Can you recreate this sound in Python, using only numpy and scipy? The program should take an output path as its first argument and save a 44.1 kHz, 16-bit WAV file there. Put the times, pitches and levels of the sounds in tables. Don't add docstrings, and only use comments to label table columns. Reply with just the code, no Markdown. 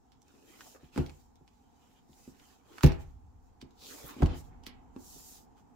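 import sys
import numpy as np
from scipy import signal
from scipy.fft import rfft, irfft, next_fast_len
from scipy.io import wavfile
from scipy.ndimage import uniform_filter1d, map_coordinates

SR = 44100
rng = np.random.default_rng(int(sys.argv[2]) if len(sys.argv) > 2 else 0)


def wav_record(signal):
    frames = np.transpose(np.atleast_2d(signal))
    bounded = np.clip(frames, -1, 1)
    quanta = np.round(bounded * 32767).astype(np.int16)
    wavfile.write(sys.argv[1], SR, quanta)


N = 253575


def amp(db):
    return 10 ** (np.asarray(db) / 20)


def unit(x):
    return x / np.sqrt(np.mean(x ** 2) + 1e-20)


def along(points, hz):
    freqs, values = np.transpose(points)
    return np.interp(np.log(hz + 1), np.log(freqs + 1), values)


def wobble(rate, size=N):
    knots = rng.standard_normal(int(size * rate / SR) + 4)
    return map_coordinates(knots, [np.arange(size) * rate / SR])


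def noise(size, shared):
    z = rng.standard_normal((3, size))
    return np.sqrt(shared) * z[2] + np.sqrt(1 - shared) * z[:2]


def filtered(x, response):
    size = next_fast_len(N + SR // 2)
    return irfft(rfft(x, size) * response(np.fft.rfftfreq(size, 1 / SR)), size)[..., :N]


def coloured(x, spectrum):
    return unit(filtered(x, lambda hz: amp(along(spectrum, hz))))


def band(x, lo_hz, hi_hz, order=2):
    sos = signal.butter(order, [lo_hz, min(hi_hz, SR / 2 - 1)], 'band', fs=SR, output='sos')
    return signal.sosfilt(sos, x)


def resonance(x, hz, q):
    return band(x, hz * (1 - .5 / q), hz * (1 + .5 / q), order=1)


def add(track, start_s, sound):
    part = track[:, round(start_s * SR):][:, :sound.shape[-1]]
    part += sound[..., :part.shape[1]]


def early_echoes(x, echo_db, count=8):
    paths = np.zeros((2, round(.012 * SR)))
    for side in paths:
        side[rng.integers(SR // 1000, len(side), count)] = amp(echo_db) * rng.choice([-1, 1], count)
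    paths[:, 0] = 1
    return signal.fftconvolve(x, paths / np.linalg.norm(paths[0]), axes=1)[:, :x.shape[1]]


# (frequency [Hz], T60 [s])
ROOM_T60 = [(60, 0.48), (150, 0.24), (400, 0.3), (1000, 0.47), (3000, 0.32), (7000, 0.084), (11000, 0.11),
            (16000, 0.045)]
def in_room(x, wet_db, build_s):
    hz, t, spectra = signal.stft(rng.standard_normal((2, SR // 2)), SR, nperseg=256)
    tail = signal.istft(spectra * amp(-60 * t / along(ROOM_T60, hz)[:, None]), SR, nperseg=256)[1]
    tail *= 1 - np.exp(-np.arange(tail.shape[1]) / SR / build_s)
    tail /= np.linalg.norm(tail[0])
    return x + amp(wet_db) * signal.fftconvolve(x, tail, axes=1)[:, :x.shape[1]]


# (time [s], relative level [dB])
MURMUR_LEVEL = [(0, -70.5), (3.4, -70), (4.55, -63), (5.75, -65.5)]
# (frequency [Hz], relative spectral density [dB])
FAN_SPECTRUM = [(20, -7.5), (45, 5), (80, 4.5), (130, -11), (190, -2.5), (255, 7.5), (330, -6), (470, -5),
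                (600, -19), (720, -1.5), (860, -1), (1100, -12), (1800, -23.5), (8000, -51.5)]
def murmur():
    level_db = np.interp(np.arange(N) / SR, *np.transpose(MURMUR_LEVEL))
    fan = amp(level_db + 4 + 0.72 * wobble(8)) * coloured(noise(N, shared=0.074), FAN_SPECTRUM)
    rumble = amp(level_db - 2.5 + 1.5 * wobble(21)) * unit(band(noise(N, shared=0.31), 30, 190))
    return (fan + rumble) * amp([[-.6], [.6]])


# (time of peak speed [s], rise [s], fall [s], drag level [dB], hiss level [dB])
HAND_STROKES = [(.35, 0.093, 0.15, -71.5, -72.5), (.52, 0.074, 0.1, -62.5, -65),
                (.68, 0.12, 0.086, -64.5, -60), (.84, 0.049, 0.072, -68.5, -73.5),
                (.975, 0.042, 0.066, -52, -61.5), (1.16, 0.23, 0.11, -77, -70.5),
                (1.58, 0.14, .1, -80, -80.5), (1.92, 0.23, 0.11, -71, -75.5),
                (2.24, 0.14, 0.099, -69.5, -65.5), (2.45, 0.11, 0.13, -66.5, -67.5),
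                (2.81, 0.14, .16, -63, -65.5), (3.01, 0.02, .03, -64, -66), (3.069, 0.055, .08, -81, -78),
                (3.47, 0.048, 0.0334, -97, -80.5), (3.931, 0.11, 0.11, -57, -53),
                (4.09, 0.096, 0.056, -53, -59), (4.21, 0.08, .07, -55.5, -64.5),
                (4.32, 0.07, 0.064, -51, -82), (4.385, 0.037, 0.035, -61.5, -59.5),
                (4.45, .04, 0.056, -74, -72), (5.119, 0.11, 0.13, -72, -55.5), (5.31, 0.15, 0.1, -72, -55),
                (5.59, 0.029, .03, -72.5, -75)]
def friction_levels():
    t = np.arange(N) / SR
    grip_drag_db, grip_hiss_db = -87, -83
    flatness = 2.48
    power = np.zeros((2, N)) + amp([[grip_drag_db], [grip_hiss_db]]) ** 2
    for peak_s, rise_s, fall_s, drag_db, hiss_db in HAND_STROKES:
        speed = np.exp(-np.abs((t - peak_s) / np.where(t < peak_s, rise_s, fall_s)) ** flatness)
        power += (amp([[drag_db], [hiss_db]]) * speed) ** 2
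    return 10 * np.log10(power)


def shifting(x, depth_db):
    spectra = signal.stft(x, nperseg=512)[2]
    field = uniform_filter1d(rng.standard_normal(spectra.shape[1:]), size=4, axis=0)
    field = uniform_filter1d(field, size=12, axis=1)
    return signal.istft(spectra * unit(amp(depth_db * unit(field))), nperseg=512)[1][:, :N]


# (frequency [Hz], relative spectral density [dB])
DRAG_SPECTRUM = [(200, -3), (400, 6), (700, -1), (1400, -1), (2000, -5.5), (2900, -2), (4200, -8),
                 (7000, -24), (15000, -43.5)]
HISS_SPECTRUM = [(1470, -40.5), (2500, -17.5), (2680, -14.5), (3350, -11.5), (3880, -6.5), (6360, 0.5),
                 (7360, 0.5), (8590, -7.5), (12000, -6.5), (15200, -4.5), (15800, -9)]
def sliding():
    drag_db, hiss_db = friction_levels()
    catches = noise(N, shared=0.13) * amp(2.7 * wobble(700))
    drag = amp(drag_db + 0.5 + 1.8 * wobble(55)) * coloured(catches, DRAG_SPECTRUM)
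    grain = noise(N, shared=.02) * amp(1.5 * wobble(1200))
    hiss = amp(hiss_db + 1 + .5 * wobble(44)) * coloured(grain, HISS_SPECTRUM)
    swish = filtered(hiss, lambda hz: hz < 5200)
    sizzle = filtered(hiss, lambda hz: hz > 8200)
    hiss += swish * (amp(1.3 * wobble(23)) - 1)
    hiss += sizzle * (amp(0.18 * (hiss_db + 61.5)) - 1)
    rubbing = shifting(drag, depth_db=3.5) + shifting(hiss, depth_db=1.5)
    return early_echoes(rubbing, echo_db=-13.5) * amp([[-.9], [.9]])


WRINKLE_PITCHES = [1450, 2400, 3200, 6100]
def crinkles():
    ticks_per_s, scatter_db = 10, 4.5
    drag_db, _ = friction_levels()
    out = np.zeros(N)
    for hz in WRINKLE_PITCHES:
        ticks = (rng.random(N) < ticks_per_s / SR) * amp(scatter_db * rng.standard_normal(N))
        out += resonance(ticks * amp(drag_db + 19), hz, q=3)
    return in_room(early_echoes(out[None], echo_db=-8), wet_db=-9.5, build_s=.003)


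# (frequency ratio [1], relative level [dB])
PANEL_PARTIALS = [(1, 7.5), (1.7, -20.5), (2.15, -15.5)]
# (time [s], crack level [dB], panel frequency [Hz], panel level [dB])
FILM_SNAPS = [(0.12, -52, 3100, -67), (0.219, -63, 6340, -50), (0.282, -59, 6050, -52.5),
              (0.608, -47, 1510, -34), (.961, -54, 1350, -33.5), (.977, -44, 480, -18),
              (.983, -52, 1300, -32), (1.063, -41.5, 3300, -46), (1.096, -53, 2250, -41),
              (1.357, -57, 5970, -54.5), (1.478, -58.5, 3200, -52), (2.131, -65, 3120, -53.5),
              (2.398, -64, 2980, -48.5), (2.783, -74, 1230, -29.5), (2.809, -52, 1360, -31),
              (2.8342, -19, 1050, -16), (2.843, -41, 2670, -24.5), (2.863, -26, 2530, -35.5),
              (2.920, -42, 2240, -36), (3.615, -44, 3340, -39), (3.708, -54.5, 6000, -72),
              (4.222, -43, 890, -24.5), (4.232, -41, 2320, -39), (4.260, -48, 2940, -32.5),
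              (4.637, -47, 3270, -59), (4.666, -32.5, 3270, -38.5), (4.963, -76, 1024, -41)]
def snaps():
    out, lead_s = np.zeros((2, N)), .03
    t = np.arange(SR // 2) / SR - lead_s
    after, before = np.maximum(t, 0), np.maximum(-t, 0)
    pulse = amp(-60 * after / 0.0069 - 60 * before / 0.00059)
    flutter = amp(-14.5 - 60 * after / 0.057 - 60 * before / 0.03)
    for time_s, crack_db, panel_hz, panel_db in FILM_SNAPS:
        treble_db = -13 + .4 * (crack_db + 46)
        burst = noise(len(t), shared=0.33) * (pulse + flutter)
        crack = band(burst, 1100, 6600, order=3) + amp(-2.5) * band(burst, 900, 1600)
        crack += amp(treble_db) * band(burst, 11000, 18000)
        panel = sum(amp(db) * resonance(burst, panel_hz * ratio, q=3) for ratio, db in PANEL_PARTIALS)
        panel *= np.linalg.norm(pulse) / np.linalg.norm(panel)
        snap = in_room(amp(crack_db) * crack, wet_db=-4.5, build_s=0.0026) + amp(panel_db) * panel
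        add(out, time_s - lead_s, early_echoes(snap, echo_db=-13.5))
    return out * amp([[-1.9], [1.4]])


def ring(modes, t, cutoff_hz, damping, rise_cycles, scatter_db, spread_hz):
    hz, db, t60 = np.transpose(modes)[:, :, None]
    strength, lead = rng.standard_normal((2, len(modes), 1))
    phase = np.sign(lead) * np.arctan(hz / spread_hz)
    attack = 1 - np.exp(-t * hz / rise_cycles)
    decay = amp(db + scatter_db * strength - 60 * t * damping / t60)
    envelope = attack * decay / np.sqrt(1 + (hz / cutoff_hz) ** 4)
    return np.array([np.sum(envelope * np.sin(2 * np.pi * hz * t + side * phase), 0) for side in (-1, 1)])


# (frequency [Hz], relative level [dB], T60 [s])
DESK_MODES = [(41.2, -4.5, 0.28), (68.3, -12.5, 0.28), (76, 2, 0.22), (145.5, 4, .16), (154, -9, 0.26)]
BOX_MODES = [(234, -10.5, 0.077), (258.4, -2.5, 0.14), (299.1, -6.5, 0.093), (348.3, -8, 0.17),
             (393, -20.5, 0.34), (488, -12.5, 0.12), (534, -22.5, 0.064), (656, -15, 0.095),
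             (816, -12.5, 0.12), (838, -19, 0.16), (1018, -32, 0.033), (1130, -31.5, 0.058)]
# (time [s], desk level [dB], box level [dB], cutoff [Hz], damping factor [1])
IMPACTS = [(0.34, -69, -50.5, 400, 2.4), (0.833, -50.5, -46, 330, 1.7), (.962, -67, -29.5, 650, 1.6),
           (.977, -65, -20, 654, 1.84), (0.987, -24, -20, 430, 1.37), (1.411, -54.5, -51.5, 800, 2.1),
           (2.094, -61, -49, 330, 1.04), (2.277, -56, -33.5, 229, 1.3), (2.837, -38.5, -22, 1204, 2.2),
           (2.840, -9.5, -10.5, 672, 1.16), (3.627, -52.5, -38.5, 351, 1), (4.042, -43.5, -41, 905, 2.9),
           (4.165, -58, -39, 504, 0.54), (4.205, -45, -29, 500, 1.1), (4.223, -21.5, -28, 900, 1.04),
           (4.226, -11.5, -13, 634, 1.96), (4.275, -36.5, -37, 350, 0.76), (4.312, -43, -34.5, 600, 0.88),
           (4.366, -45, -41, 600, 1.7), (4.67, -63, -40.5, 500, 1.9), (4.963, -65, -31, 326, 1.6),
           (5.162, -54, -46, 400, 2.3)]
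def knocks():
    out = np.zeros((2, N))
    t, long_t = np.arange(SR // 2) / SR, np.arange(3 * SR // 2) / SR
    cases_t60_s, shudder_t60_s = 0.41, 2.27
    for time_s, desk_db, box_db, cutoff_hz, damping in IMPACTS:
        desk = ring(DESK_MODES, t, cutoff_hz, damping, rise_cycles=.4, scatter_db=-0.32, spread_hz=450)
        box = ring(BOX_MODES, t, cutoff_hz, damping, rise_cycles=.35, scatter_db=1, spread_hz=620)
        cases = unit(band(noise(len(t), shared=0.062), 350, 1500))
        add(out, time_s, in_room(amp(desk_db) * desk, wet_db=-20.5, build_s=0.025))
        add(out, time_s, in_room(amp(box_db) * box, wet_db=-11.5, build_s=0.0068))
        add(out, time_s, amp(1.14 * box_db - 31 - 60 * t / cases_t60_s) * cases)
        shudder = unit(band(noise(len(long_t), shared=.6), 17, 87, order=3))
        shudder *= 1 - np.exp(-long_t / 0.023)
        add(out, time_s, amp(desk_db - 34.5 - 60 * long_t / shudder_t60_s) * shudder)
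    return band(out, 24, 12000, order=3) * amp([[-.4], [.4]])


# (centre time [s], duration [s], level [dB], frequency [Hz])
RASPS_AND_CLACK = [(.48, 0.26, -64.5, 336), (0.671, 0.023, -58, 725), (0.757, 0.012, -54, 466),
                   (0.762, 0.019, -61, 1450), (2.744, 0.073, -59, 338), (2.773, 0.16, -65.5, 1210),
                   (3.868, 0.085, -54, 4330), (3.918, 0.036, -55.5, 1540), (4.079, 0.052, -52, 13500),
                   (4.091, 0.04, -54, 1310), (4.226, 0.0085, -28.5, 804), (4.33, 0.033, -53, 790),
                   (4.537, 0.048, -71, 1740)]
def rasps_and_clack():
    out, t = np.zeros((2, N)), np.arange(SR // 2) / SR
    for centre_s, duration_s, db, hz in RASPS_AND_CLACK:
        rough = noise(len(t), shared=.2) * amp(4 * wobble(600, size=len(t)))
        response = unit(resonance(resonance(rough, hz, q=1.8), hz, q=1.8))
        envelope = np.exp(-2 * ((t - t.mean()) / duration_s) ** 2)
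        add(out, centre_s - t.mean(), amp(db) * envelope * response)
    return in_room(out, wet_db=-13, build_s=.006)


def scene():
    return knocks() + snaps() + rasps_and_clack() + sliding() + crinkles() + murmur()


def record(dry):
    cutoff_hz = 15850
    return filtered(dry, lambda hz: 1 / (1 + (hz / cutoff_hz) ** 120))


dry = scene()
out = record(dry)
wav_record(out)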